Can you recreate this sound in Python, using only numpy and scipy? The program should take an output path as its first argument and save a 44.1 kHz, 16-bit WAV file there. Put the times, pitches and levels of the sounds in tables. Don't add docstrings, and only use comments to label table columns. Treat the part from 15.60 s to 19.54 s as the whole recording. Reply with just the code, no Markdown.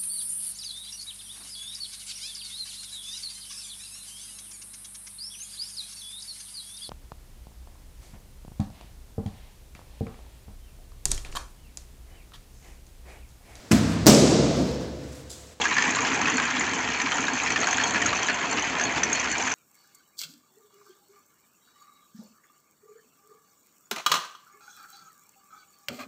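import sys
import numpy as np
from scipy import signal
from scipy.fft import rfft, irfft, next_fast_len
from scipy.io import wavfile
from scipy.ndimage import uniform_filter1d, map_coordinates

SR = 44100
rng = np.random.default_rng(int(sys.argv[2]) if len(sys.argv) > 2 else 0)


def persist_wave(psi):
    counts = np.round(np.clip(psi, -1, 1) * 32767).astype(np.int16)
    wavfile.write(sys.argv[1], SR, np.atleast_2d(counts).T)


def boost(x):
    u = np.asarray(x, float) / 20
    return 10 ** u


N = 173754

# time in seconds, engine cycles per second.
ENGINE_SPEED = [(0, 17.84), (1.7, 17.83), (1.95, 17.99), (2.3, 17.9), (2.6, 17.83), (2.95, 17.6),
                (3.3, 17.83), (3.94, 17.9)]
# time in seconds, level in dB before the gain of each source.
EFFORT = [(0.03, -26.5), (0.58, -25.5), (0.87, -26.5), (1.67, -28), (1.96, -27.5), (2.07, -26), (2.33, -26),
          (3.0, -27.5), (3.62, -27), (3.9, -28)]
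# time in seconds, level in dB before the gain of each source.
RATTLE_LEVEL = [(0.03, -33), (0.7, -37), (1.11, -36.5), (1.64, -37), (2.18, -32), (2.3, -33.5), (2.65, -37),
                (3.26, -42), (3.37, -39), (3.9, -36.5)]
CYLINDER_FORCE = [-2.5, 0.5, -4.5, -4.5]
# centre in Hz, spread in Hz, relative level in dB.
BLOCK_MODES = [(910, 90, -8), (1040, 90, -8), (1345, 130, -4), (1725, 130, 0), (2070, 250, -17),
               (2459, 350, -3.5), (3165, 300, -5)]
# start in seconds, level in dB before the common gain, ring in Hz.
HARD_KNOCKS = [(0.015, -15, 2710), (0.0542, -10.5, 1640), (0.113, -16, 1830), (0.167, -9.5, 1730),
               (0.1832, -5.5, 1730), (0.223, -12, 1775), (0.3014, -18.5, 2460), (0.368, -15.5, 1040),
               (0.386, -14.5, 1150), (0.449, -14.5, 1610), (0.55, -18.5, 2466), (0.615, -17, 1295),
               (0.6563, -15.5, 2484), (0.7814, -12, 1644), (0.8404, -19, 1640), (1.0096, -14.5, 2030),
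               (1.291, -25.5, 1780), (1.3467, -19.5, 1617), (1.4004, -13.5, 1870), (1.4152, -17.5, 2326),
               (1.5186, -15, 1297), (1.583, -15.5, 1350), (1.6263, -20, 2416), (1.682, -11.5, 1670),
               (1.7869, -20, 2380), (1.8487, -23.5, 2300), (1.8602, -17.5, 2000), (1.8735, -15.5, 2406),
               (1.9043, -14.5, 1930), (1.9602, -10.5, 1765), (2.0133, -18.5, 1700), (2.0308, -15, 1350),
               (2.0705, -10.5, 1570), (2.1286, -13, 1787), (2.1821, -14, 1680), (2.1998, -12, 1740),
               (2.3457, -15, 1875), (2.358, -12.5, 1720), (2.4039, -21, 2370), (2.4176, -12, 1807),
               (2.4571, -14.5, 1350), (2.5288, -13, 1280), (2.5575, -18, 2640), (2.6854, -10.5, 1726),
               (3.0215, -33, 1910), (3.0744, -25, 1697), (3.1969, -14, 1750), (3.2104, -12.5, 1660),
               (3.3633, -17.5, 1630), (3.432, -12, 1790), (3.5956, -19.5, 2280), (3.7519, -18.5, 2350),
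               (3.8059, -18, 2404), (3.8756, -17.5, 1714), (3.915, -18, 1506), (0.6714, -14, 1900),
               (0.6824, -12.5, 1070), (2.6974, -11, 1490), (2.9244, -16, 1604)]
# start in seconds, level in dB before the common gain, ring in Hz.
LOUD_CLINKS = [(0.0525, -36, 6680), (0.1401, -22.5, 6630), (0.2234, -18, 6630), (0.3072, -15.5, 6580),
               (0.3571, -17, 7220), (0.416, -26.5, 6000), (0.5387, -20, 6000), (0.615, -19, 6240),
               (0.6603, -26.5, 6150), (0.6784, -19, 6220), (0.6982, -17, 6150), (0.74, -25, 6200),
               (0.8187, -24.5, 7130), (0.995, -15, 7040), (1.186, -27.5, 6120), (1.208, -23, 6130),
               (1.4188, -19, 6110), (1.541, -20.5, 7030), (1.569, -21.5, 6420), (1.734, -18, 6470),
               (1.8347, -18.5, 6750), (1.921, -16, 6040), (2.0133, -17, 6560), (2.0707, -15, 6680),
               (2.13, -17.5, 6450), (2.2388, -12, 6550), (2.4609, -10.5, 6530), (2.5516, -24, 6350),
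               (2.5676, -17, 6100), (2.6304, -16.5, 6180), (2.7442, -22.5, 6350), (2.9122, -19.5, 7180),
               (2.995, -18, 6100), (3.1977, -21.5, 6200), (3.2138, -18, 6270), (3.2375, -15.5, 6430),
               (3.4344, -8, 6110), (3.5289, -9, 6560), (3.5544, -17, 6780), (3.598, -14, 6200),
               (3.696, -26, 7170), (3.7246, -19, 6080), (3.7805, -18.5, 6850), (3.8233, -21, 6080),
               (3.862, -23, 6780), (3.9013, -22, 6280), (3.918, -16.5, 6040), (2.9287, -17, 6130),
               (3.023, -17.5, 6360), (3.2504, -20, 6750)]
# start in seconds, level in dB before the common gain, ring in Hz.
STEEL_PINGS = [(0.0173, -16, 3230), (0.222, -22.5, 3140), (1.5188, -20, 3070), (1.668, -24, 3810),
               (2.1425, -21, 3310), (2.2358, -17.5, 3230), (2.631, -21, 3215), (3.0218, -25, 3020),
               (3.0757, -27.5, 3170)]
# centre in Hz, spread in Hz, relative level in dB.
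LINK_MODES = [(3180, 300, -6.5), (4070, 180, 0), (4860, 240, -4), (5410, 200, -6), (6150, 50, -1.5),
              (6550, 77, 3.5), (7070, 250, 3), (7490, 320, -5.5)]
# frequency in Hz, relative density in dB per Hz.
KNOCK_CLICK = [(290, -51), (500, -7.5), (1050, -3), (1210, 6.5), (1740, 1.5), (2470, 7), (3650, -7.5),
               (4610, -5), (6330, -8.5), (7380, -17), (8300, -48.5), (10800, -53), (18300, -120)]
# frequency in Hz, relative density in dB per Hz.
LINK_CLICK = [(1500, -31), (2500, -26), (3300, -12.5), (4500, -15.5), (5600, 3), (6300, 16), (7200, 2),
              (8500, -30)]
# centre in Hz, width in Hz, relative level in dB.
EXHAUST_MODES = [(115.6, 29, -7), (178.3, 39, -6), (263.4, 115, -0.5), (318.5, 112, -1.5),
                 (445.6, 59, -6.5)]
# centre in seconds, level in dB before the random swell.
EXHAUST_THROBS = [(.29, -36.5), (.42, -36.5), (.51, -36.5), (.64, -37), (.75, -33), (.85, -40), (.97, -38),
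                  (1.16, -36), (1.28, -39), (1.45, -37.5), (1.6, -39), (1.73, -35.5), (1.921, -40),
                  (2.2, -41), (2.35, -38), (2.44, -34), (2.88, -39.5), (2.97, -37), (3.27, -38.5),
                  (3.5, -38.5), (3.719, -43.5), (3.9, -40.5)]
# start in seconds, length in seconds, level in dB.
WHINE_SWELLS = [(0.73, 0.058, -39), (1.083, 0.029, -46), (1.342, 0.043, -42), (1.712, 0.057, -43),
                (1.902, 0.055, -44.5), (2.013, 0.047, -44), (2.094, 0.033, -44), (2.173, 0.17, -43),
                (2.356, 0.033, -46), (2.57, 0.037, -43), (2.624, 0.033, -44), (2.684, 0.035, -43),
                (2.9, 0.046, -42), (3.082, 0.048, -52), (3.246, 0.043, -40.5), (3.543, 0.033, -40),
                (3.676, 0.03, -47), (3.712, 0.037, -44)]
# frequency in Hz, relative density in dB per Hz.
ROAR_SPECTRUM = [(15, -57.5), (25, -34), (57, -12), (155, -4.5), (264, 0), (336, -1), (602, -2.5),
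                 (680, -0.5), (1030, 3.5), (1220, -5.5), (1670, 0.5), (2400, -0.5), (3720, -16.5),
                 (5360, -34.5), (6510, -13), (7530, -16), (8300, -65), (10800, -56.5), (18300, -120)]
# frequency in Hz, relative density in dB per Hz.
SECOND_SPECTRUM = [(380, -28.5), (480, -10), (600, -5), (720, 1.5), (900, -32)]
# time in seconds, level in dB before the random waver.
SECOND_LEVEL = [(0, -50.5), (1.6, -46.5), (2.4, -39), (3.94, -44)]
# delay in seconds, relative level in dB.
NEAR_ECHOES = [(.0017, -25), (.0043, -19.5), (.0071, -20), (0.012, -14.5), (0.0201, -15.5)]


def unit(x):
    return x / np.sqrt(np.mean(x ** 2) + 1e-20)


def curve(rows, at=None):
    s, value = np.transpose(rows)
    return np.interp(np.arange(N) / SR if at is None else at, s, value)


def wobble(rate):
    knots = rng.standard_normal(int(N * rate / SR) + 4)
    return map_coordinates(knots, [np.arange(N) * rate / SR])


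def filtered(x, response):
    m = next_fast_len(N + SR // 2)
    return irfft(rfft(x, m) * response(np.fft.rfftfreq(m, 1 / SR)), m)[:N]


def colour(points):
    f, db = np.transpose(points)
    return lambda hz: boost(np.interp(np.log(hz + 1), np.log(f + 1), db))


def place(s, grains):
    at = np.round(np.asarray(s) * SR).astype(int)[:, None] + np.arange(grains.shape[1])
    return np.bincount(at.ravel(), grains.ravel(), N + SR)[:N]


def scattered(per_s, level, gain_db, scatter_db):
    u = rng.random((int(per_s * N / SR), 2))
    s = u[:, 0] * N / SR
    return s, curve(level, s) + gain_db - scatter_db * np.log(u[:, 1] + 0.04)


def rings(s, db, hz, t60, rough_hz):
    t = np.arange(SR // 12) / SR
    steps = rng.standard_normal((len(s), len(t))) * np.sqrt(2 * np.pi * rough_hz / SR)
    drift = np.cumsum(steps, axis=1)
    onset = 1 - np.exp(-t / 0.00048)
    fall = boost(db[:, None] - 60 * t / t60[:, None]) * onset
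    cycles = hz[:, None] * t + rng.random((len(s), 1))
    return place(s, fall * np.sin(2 * np.pi * cycles + drift))


def cracks(s, db, spectrum):
    gain_db, t60_s = -3.5, 0.026
    t = np.arange(SR // 25) / SR
    shape = place(s, boost(db[:, None] + gain_db - 60 * t / t60_s))
    burst = shape * unit(filtered(rng.standard_normal(N), colour(spectrum)))
    low_hz = spectrum[1][0]
    return filtered(burst, lambda hz: hz ** 2 / (hz ** 2 + low_hz ** 2))


def struck(s, db, modes, click, t60, scatter_db, count):
    pick = (rng.random((len(s), 1)) + np.arange(count) / count) % 1
    z = np.clip(rng.standard_normal((len(s), count, 3)), -2, 2)
    hz, spread, level = np.moveaxis(np.array(modes)[(pick * len(modes)).astype(int)], 2, 0)
    tone_db = db[:, None] + level + scatter_db * z[..., 0]
    tone_hz = hz + spread / 2 * z[..., 1]
    tone_t60 = t60 * np.exp(0.42 * z[..., 2])
    tones = rings(np.repeat(s, count), tone_db.ravel(), tone_hz.ravel(), tone_t60.ravel(), rough_hz=60)
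    return tones + cracks(s, db, click)


def listed_blows(rows, gain_db, t60, click, rough_hz, crack_db):
    s, db, hz = np.transpose(rows)
    tones = rings(s, db + gain_db, hz, np.full(len(s), t60), rough_hz)
    return tones + cracks(s, db + gain_db + crack_db, click)


def firings():
    first_cycle_s = 0.0553
    cycles = np.cumsum(curve(ENGINE_SPEED)) / SR
    cylinders = len(CYLINDER_FORCE)
    phase = cylinders * (cycles - cycles[round(first_cycle_s * SR)] + 1)
    k = np.arange(np.ceil(phase[0]), phase[-1]).astype(int)
    return phase, np.interp(k, phase, np.arange(N) / SR), k % cylinders


def diesel_knock(s, force_db, z):
    gain_db, scatter_db = -0.5, 3
    db = curve(EFFORT, s) + gain_db + force_db + scatter_db * z
    return struck(s, db, BLOCK_MODES, KNOCK_CLICK, 0.034, scatter_db=2.5, count=7)


def valve_ticks(s, force_db, z):
    gain_db, scatter_db = 1, 4.5
    db = curve(RATTLE_LEVEL, s) + gain_db + force_db + scatter_db * z
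    return struck(s, db, LINK_MODES, LINK_CLICK, 0.012, scatter_db=7.5, count=4)


def throbs():
    idle_db, half_width_s = -46, 0.034
    t = np.arange(N) / SR
    swells = sum(boost(db) * np.exp(-((t - s) / half_width_s) ** 2) for s, db in EXHAUST_THROBS)
    return boost(idle_db) + swells


def pipe(hz):
    total = 0
    for k, (centre, width, db) in enumerate(EXHAUST_MODES):
        damping = 1j * hz * width
        total = total + (-1) ** k * boost(db) * damping / (centre ** 2 - hz ** 2 + damping)
    return total


def exhaust(s, z):
    pulse_share, swell_db = 0.098, -0.3
    puffs = unit(place(s, boost(3.3 * z[:, None])))
    gas = np.sqrt(pulse_share) * puffs + np.sqrt(1 - pulse_share) * rng.standard_normal(N)
    resonant = unit(filtered(filtered(gas, pipe), pipe))
    return throbs() * boost(swell_db * wobble(7)) * resonant


def engine():
    jitter_s, tone_db, tone_waver_db = 0.0012, -49, 3
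    phase, s, cylinder = firings()
    z = np.clip(rng.standard_normal((len(s), 3)), -2, 2)
    s = np.abs(s + jitter_s * z[:, 1])
    force_db = np.array(CYLINDER_FORCE)[cylinder]
    knock = diesel_knock(s, force_db, z[:, 0])
    valves = valve_ticks(s, force_db, z[:, 2])
    hard = listed_blows(HARD_KNOCKS, -4.5, 0.056, KNOCK_CLICK, rough_hz=60.3, crack_db=0)
    tone = boost(tone_db + tone_waver_db * wobble(8.6)) * np.sin(2 * np.pi * phase)
    return knock + valves + hard + tone + exhaust(s, z[:, 0])


def chain():
    tick_times, tick_db = scattered(260, RATTLE_LEVEL, gain_db=-8, scatter_db=5)
    ticks = struck(tick_times, tick_db, LINK_MODES, LINK_CLICK, 0.018, scatter_db=1, count=2)
    grit_times, grit_db = scattered(220, EFFORT, gain_db=-9, scatter_db=4)
    grit = struck(grit_times, grit_db, BLOCK_MODES, KNOCK_CLICK, 0.012, scatter_db=5, count=2)
    clinks = listed_blows(LOUD_CLINKS, -1, 0.028, LINK_CLICK, rough_hz=90, crack_db=-11)
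    pings = listed_blows(STEEL_PINGS, -0.5, 0.047, LINK_CLICK, rough_hz=59, crack_db=-3)
    return ticks + grit + clinks + pings


def whine():
    centre_hz, width_hz, idle_db = 4355, 40, -54.5
    t = np.arange(N) / SR
    swell = sum(boost(db) * np.exp(-(2 * (t - s) / length - 1) ** 4) for s, length, db in WHINE_SWELLS)
    tone = unit(filtered(rng.standard_normal(N), lambda hz: np.exp(-((hz - centre_hz) / width_hz) ** 2)))
    steady = tone / (np.abs(signal.hilbert(tone)) + 1)
    return (swell + boost(idle_db)) * unit(steady)


def roar():
    level_db, patchy_db = -30, 3
    z = signal.stft(rng.standard_normal(N + 512), nperseg=512)[2]
    field = uniform_filter1d(uniform_filter1d(rng.standard_normal(z.shape), 6, 0), 8, 1)
    noise = signal.istft(z * boost(patchy_db * unit(field)), nperseg=512)[1][:N]
    effort = curve(EFFORT)
    return boost(level_db + effort - effort.mean()) * unit(filtered(noise, colour(ROAR_SPECTRUM)))


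def second_tractor():
    drone = unit(filtered(rng.standard_normal(N), colour(SECOND_SPECTRUM)))
    return boost(curve(SECOND_LEVEL) + 2.6 * wobble(10)) * drone


def response_dip(hz):
    centre_hz, width_octaves, depth_db = 590, 0.2, -6
    octaves = np.log2((hz + 1) / centre_hz)
    return boost(depth_db * np.exp(-(octaves / width_octaves) ** 2))


def scene():
    machine = engine() + chain() + whine()
    echoes = sum(boost(db) * np.pad(machine, (round(s * SR), 0))[:N] for s, db in NEAR_ECHOES)
    return (filtered(machine + echoes + roar(), response_dip) + second_tractor())[None]


def band_limit(x):
    return signal.sosfilt(signal.butter(12, 8580, fs=SR, output="sos"), x)


def record(dry):
    squash_top, low_cut_hz, low_cut_power = 0.42, 68, 4.3
    top_hz, fall_db_per_khz, deepest_db = 8050, 52.5, 68
    squashed = squash_top * np.tanh(dry[0] / squash_top)

    def response(hz):
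        low = 1 / np.sqrt(1 + (low_cut_hz / (hz + 1)) ** low_cut_power)
        return low * boost(-np.clip(fall_db_per_khz * (hz - top_hz) / 1000, 0, deepest_db))

    finished = filtered(squashed, response)[None]
    return band_limit(finished)


dry = scene()
out = record(dry)
persist_wave(out)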